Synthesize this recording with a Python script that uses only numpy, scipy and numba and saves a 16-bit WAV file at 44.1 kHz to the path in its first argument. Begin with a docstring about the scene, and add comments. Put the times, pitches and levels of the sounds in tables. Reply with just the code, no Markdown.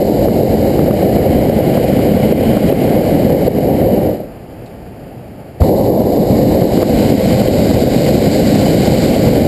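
"""A hot-air balloon's propane burner fires two long blasts just above the basket. Its swirling flame
roars, pockets of gas pop as they catch fire, and the gas jets hiss. Between the blasts one hears other
burners rumbling far off, a faint whistle and a clink of metal; then the flame relights with a thump.
A small mono camera turns itself down after each peak and holds its samples at a low rate, which adds
a thin sizzle on top."""
import sys
import numpy as np
from scipy import signal
from scipy.fft import rfft, irfft
from scipy.io import wavfile
from scipy.ndimage import uniform_filter1d
from numba import njit

SR = 44100
rng = np.random.default_rng(int(sys.argv[2]) if len(sys.argv) > 2 else 0)


def wav_record(signal):
    """Record a signal, one row per channel, as 16-bit PCM in the file named by sys.argv[1]."""
    frames = np.transpose(np.atleast_2d(signal))
    bounded = np.clip(frames, -1, 1)
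    # unit amplitude maps onto the largest positive 16-bit level
    quanta = np.round(bounded * 32767).astype(np.int16)
    wavfile.write(sys.argv[1], SR, quanta)


N = 417627
TIME = np.arange(N) / SR
SHUT_S, RELIGHT_S = 4.124, 5.6  # the valve is half shut; the valve opens again
IN_VIEW_DB, HIDDEN_DB = -33, -37.5  # jet levels in the treble tables: burner in plain view, burner hidden

# A spectrum says how strong the low and the high parts of a noise are.
# Other burners across the launch field: (frequency [Hz], level [dB])
FAR_BURNER_SPECTRUM = [(20, -12), (60, -3), (120, 1), (300, -4.5), (730, -8.5), (850, -16), (885, -14.5),
                       (950, -24), (2300, -27), (3050, -30.5), (3600, -40), (4450, -34.5), (4830, -32),
                       (5900, -48)]
# A faint whistle, perhaps the pilot light: (pitch [Hz], level [dB])
WHISTLE_TONE = [(872.1, -56.5)]
# Gas pockets catching fire; the deepest is the relighting thump:
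# (time [s], push level [dB], pitch [Hz], crack level [dB])
GAS_POPS = [(0.286, 5, 440, -16), (0.794, -1, 260, -17), (0.911, 0, 230, -16), (1.995, 0, 250, -18),
            (2.326, 7, 420, -22), (2.573, 1, 220, -15), (2.727, 7, 460, -24), (3.483, 7.5, 470, -24),
            (5.622, 3, 76, -30), (6.309, 0, 150, -24), (6.622, 1, 170, -20), (6.831, 6, 380, -7),
            (7.31, 0, 200, -17)]
# The short crack heard with each pop: (frequency [Hz], level [dB])
CRACK_SPECTRUM = [(800, 6.5), (1250, -4), (1700, -10), (2600, -14), (4500, -25)]
# The burner's metal can, ringing with a fresh flame inside: (frequency [Hz], level [dB])
FLARE_SPECTRUM = [(440, -2.5), (535, -1), (620, -10), (800, -11), (1060, -21.5), (1300, -45)]
# The hiss of the nozzles: (frequency [Hz], level [dB])
NOZZLE_SPECTRUM = [(3000, -29), (3450, -7), (3850, 0), (4200, 2), (4500, 0.5), (4800, 2.5), (5100, -2.5),
                   (5500, -7.5), (5950, -11)]
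# The rush of the jets in plain view, shaped by the can: (frequency [Hz], level [dB])
OPEN_JET_SPECTRUM = [(700, -4), (1100, -1), (1230, -9), (1500, -1), (1780, -3.5), (2130, 2.5), (2480, -2),
                     (2680, -6), (2960, 0), (3200, -3), (3450, -10.5), (4200, -33)]
# The hollower rush that comes around the frame and people: (frequency [Hz], level [dB])
HIDDEN_JET_SPECTRUM = [(700, -3.5), (1100, -2.5), (1290, -6.5), (1650, -2), (2200, 1.5), (2450, -4.5),
                       (2660, -8), (2950, -0.5), (3150, -5), (3330, -13.5), (4200, -38)]
# The treble (high sounds) of each blast, as frame and people shield the turning microphone:
# (time [s], relative jet level [dB], relative nozzle level [dB])
FIRST_BLAST_TREBLE = [(0.05, -40, -40.5), (1.62, -35, -42.5), (1.76, -34.5, -40.5), (2.54, -33, -41),
                      (3.57, -37.5, -42.5), (3.82, -38.5, -45.5)]
SECOND_BLAST_TREBLE = [(5.66, -42.5, -41), (5.93, -44.5, -41.5), (7.11, -31.5, -33.5), (7.63, -33, -33),
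                       (9.06, -30, -30.5), (9.4, -34, -36)]
# The swirling body of the flame: (frequency [Hz], level [dB])
FLAME_BODY_SPECTRUM = [(20, -27), (45, -12.5), (120, -4), (175, -4), (215, 0), (255, -4.5), (290, -3),
                       (350, -20.5)]
# The root of the flame at the burner coils: (frequency [Hz], level [dB])
FLAME_ROOT_SPECTRUM = [(255, -20.5), (305, -0.5), (345, -2.5), (400, -1), (440, -3), (510, 1.5), (620, -4),
                       (780, -11), (980, -28.5), (1350, -53.5)]


def undb(db):
    """Turn decibels into a number to multiply a sound by."""
    return 10 ** (np.asarray(db) / 20)


def wander(per_s):
    """A smooth random curve, roughly between -1 and 1, that heads for a new value per_s times a second."""
    width = max(int(SR / per_s), 2)
    steps = np.repeat(rng.standard_normal(N // width + 1), width)
    return 1.3 * uniform_filter1d(uniform_filter1d(steps, width), width)[:N]


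def colour(sound, spectrum):
    """Shape a sound with a spectrum, fade what lies beyond its ends, and scale to an average power of 1."""
    hz, db = np.transpose(spectrum)
    freqs = np.maximum(np.arange(N // 2 + 1) * SR / N, 1)
    shape = undb(np.interp(np.log(freqs), np.log(hz), db))
    edges = np.minimum(freqs / hz[0], 1) ** 2 * np.minimum(hz[-1] / freqs, 1) ** 8
    shaped = irfft(rfft(sound) * shape * edges, N)
    return shaped / np.sqrt(np.mean(shaped ** 2))


def turbulence(spectrum, swirl_db, swirls_per_s):
    """Flowing gas makes noise in small swirls, each with its own strength."""
    return colour(rng.standard_normal(N) * undb(swirl_db * wander(swirls_per_s)), spectrum)


@njit
def follow_peaks(sound, start, rise, fall):
    """Track a sound's peaks: jump up fast, sink back slowly."""
    peaks, level = np.empty(len(sound)), start
    for i in range(len(sound)):
        level += (sound[i] - level) * (rise if sound[i] > level else fall)
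        peaks[i] = level
    return peaks


def far_burners(level_db, swell_db):
    """Distant burners blend into a dull, nearly steady rumble."""
    rumble = turbulence(FAR_BURNER_SPECTRUM, swirl_db=0.45, swirls_per_s=44)
    return rumble * undb(level_db + swell_db * wander(2.82))


def whistle(waver_hz):
    """A thin, constant tone whose pitch wavers a little."""
    hz, db = WHISTLE_TONE[0]
    pitch = hz + waver_hz * wander(12)
    return np.sqrt(2) * undb(db) * np.sin(2 * np.pi * np.cumsum(pitch) / SR)


def clink(at_s, level_db, hz, rise_s, fade_s):
    """Metal fittings scrape once, faintly."""
    age = np.maximum(TIME - at_s + rise_s, 0)
    ring = colour(rng.standard_normal(N), [(hz / 2, -9), (hz, 0), (hz * 1.2, -9)])
    return undb(level_db) * ring * np.minimum(age / rise_s, 1) * np.exp(-age / fade_s)


def pops(cycles, crack_s):
    """Each gas pocket catches all at once: it pushes the air and sucks it back; a short crack sounds with each
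    pop."""
    push, crack_level = np.zeros(N), np.zeros(N)
    for at_s, push_db, hz, crack_db in GAS_POPS:
        near = np.abs(TIME - at_s) < .05
        age = TIME[near] - at_s
        push[near] -= undb(push_db) * np.sin(2 * np.pi * hz * age) * np.exp(-(hz * age / cycles) ** 2)
        crack_level[near] += undb(crack_db) * np.exp(-np.abs(age) / crack_s)
    return push + crack_level * colour(rng.standard_normal(N), CRACK_SPECTRUM)


def flare(level_db, build_s, settle_s):
    """After relighting, the can rings until the flame stands clear of it."""
    age = np.maximum(TIME - RELIGHT_S, 0)
    swell = (1 - np.exp(-age / build_s)) * np.exp(-age / settle_s)
    return undb(level_db) * swell * turbulence(FLARE_SPECTRUM, swirl_db=1.5, swirls_per_s=62)


def nozzle_hiss(nozzle_db, boost_db):
    """Gas leaving the nozzles makes a high, even hiss."""
    return undb(nozzle_db + boost_db) * turbulence(NOZZLE_SPECTRUM, swirl_db=0.23, swirls_per_s=220)


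def gas_jets(jet_db, boost_db):
    """The more the rushing jets are hidden from the microphone, the fainter and hollower they sound."""
    hidden = np.clip((jet_db - IN_VIEW_DB) / (HIDDEN_DB - IN_VIEW_DB), 0, 1)
    direct = turbulence(OPEN_JET_SPECTRUM, swirl_db=1.0, swirls_per_s=780)
    hollow = colour(rng.standard_normal(N), HIDDEN_JET_SPECTRUM)
    return undb(jet_db + boost_db) * (np.sqrt(1 - hidden) * direct + np.sqrt(hidden) * hollow)


def flame_body(jet_db, level_db, relit_boost_db, build_s):
    """The flame's swirling body rumbles; once relit it burns harder, which takes a moment to build."""
    growth = 1 - np.exp(-np.maximum(TIME - RELIGHT_S, 0) / build_s)
    shielding_db = 0.16 * (jet_db - IN_VIEW_DB)  # low sound bends around obstacles, so it loses little
    billow_db = 0.2 * wander(4.4)
    rumble = turbulence(FLAME_BODY_SPECTRUM, swirl_db=1.5, swirls_per_s=70)
    return undb(level_db + relit_boost_db * growth + shielding_db + billow_db) * rumble


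def flame_root(level_db, relit_boost_db):
    """The flame roars at the burner coils, a touch louder once relit."""
    roar = turbulence(FLAME_ROOT_SPECTRUM, swirl_db=1.55, swirls_per_s=140)
    return undb(level_db + relit_boost_db * (TIME > RELIGHT_S)) * roar


def valve_flow(close_s, open_s):
    """How much gas gets through, from 0 to 1: the valve eases shut and later snaps open."""
    closing = .5 - .5 * np.tanh((TIME - SHUT_S) / (2 * close_s))
    opening = np.clip((TIME - RELIGHT_S) / open_s, 0, 1)
    return np.maximum(closing, opening)


def burner(surge_db):
    """Flame, jets and nozzles surge together with the boiling propane that feeds them."""
    times, jet_levels, nozzle_levels = np.transpose([*FIRST_BLAST_TREBLE, *SECOND_BLAST_TREBLE])
    jet_db = np.interp(TIME, times, jet_levels)
    nozzle_db = np.interp(TIME, times, nozzle_levels)
    blast = flame_body(jet_db, level_db=-11.5, relit_boost_db=2.0, build_s=0.33)
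    blast += flame_root(level_db=-11.5, relit_boost_db=0.3)
    blast += gas_jets(jet_db, boost_db=3.85)
    blast += nozzle_hiss(nozzle_db, boost_db=4.0)
    return blast * valve_flow(close_s=0.061, open_s=.007) * undb(surge_db * wander(40))


def scene():
    """All the sounds meet at one microphone."""
    air = far_burners(level_db=-30.5, swell_db=.7)
    air += whistle(waver_hz=2.87)
    air += clink(at_s=4.662, level_db=-45, hz=4400, rise_s=.006, fade_s=.02)
    air += pops(cycles=.7, crack_s=.0022)
    air += flare(level_db=-13, build_s=0.11, settle_s=1.0)
    air += burner(surge_db=0.6)
    return np.array([air, air])


def limiter(sound, threshold_db, sense_above_hz, duck_s, recover_s, smooth_s):
    """Turn the volume down after a peak; deep thumps are barely noticed, and any overshoot is cut off."""
    sensed = signal.sosfilt(signal.butter(1, sense_above_hz, "high", fs=SR, output="sos"), sound)
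    threshold = float(undb(threshold_db))
    peaks = follow_peaks(np.abs(sensed), 1.4 * threshold, 1 / (duck_s * SR), 1 / (recover_s * SR))
    volume = uniform_filter1d(1 / np.maximum(peaks / threshold, 1), int(smooth_s * SR))
    return np.clip(sound * volume, -1, 1)


def hold_samples(sound, rate_hz):
    """Holding each slow sample like a stair step adds a faint, high mirror image of the sound: a sizzle."""
    slow = signal.resample_poly(sound, rate_hz, SR, window=("kaiser", 4))
    stairs = np.repeat(slow, 16)
    return signal.resample_poly(stairs, SR, 16 * rate_hz)[:N]


def record(dry):
    """The mono camera tames the peaks, holds its samples and cuts off the very highest sounds."""
    mono = dry.mean(axis=0)
    tamed = limiter(mono, threshold_db=-9.5, sense_above_hz=505,
                    duck_s=.0013, recover_s=.079, smooth_s=.0015)
    held = hold_samples(tamed, rate_hz=12000)
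    top_cut = signal.ellip(10, .2, 70, 15350, fs=SR, output="sos")  # steep, above 15350 Hz
    out = signal.sosfilt(top_cut, held)
    return np.array([out, out])


dry = scene()
out = record(dry)
wav_record(out)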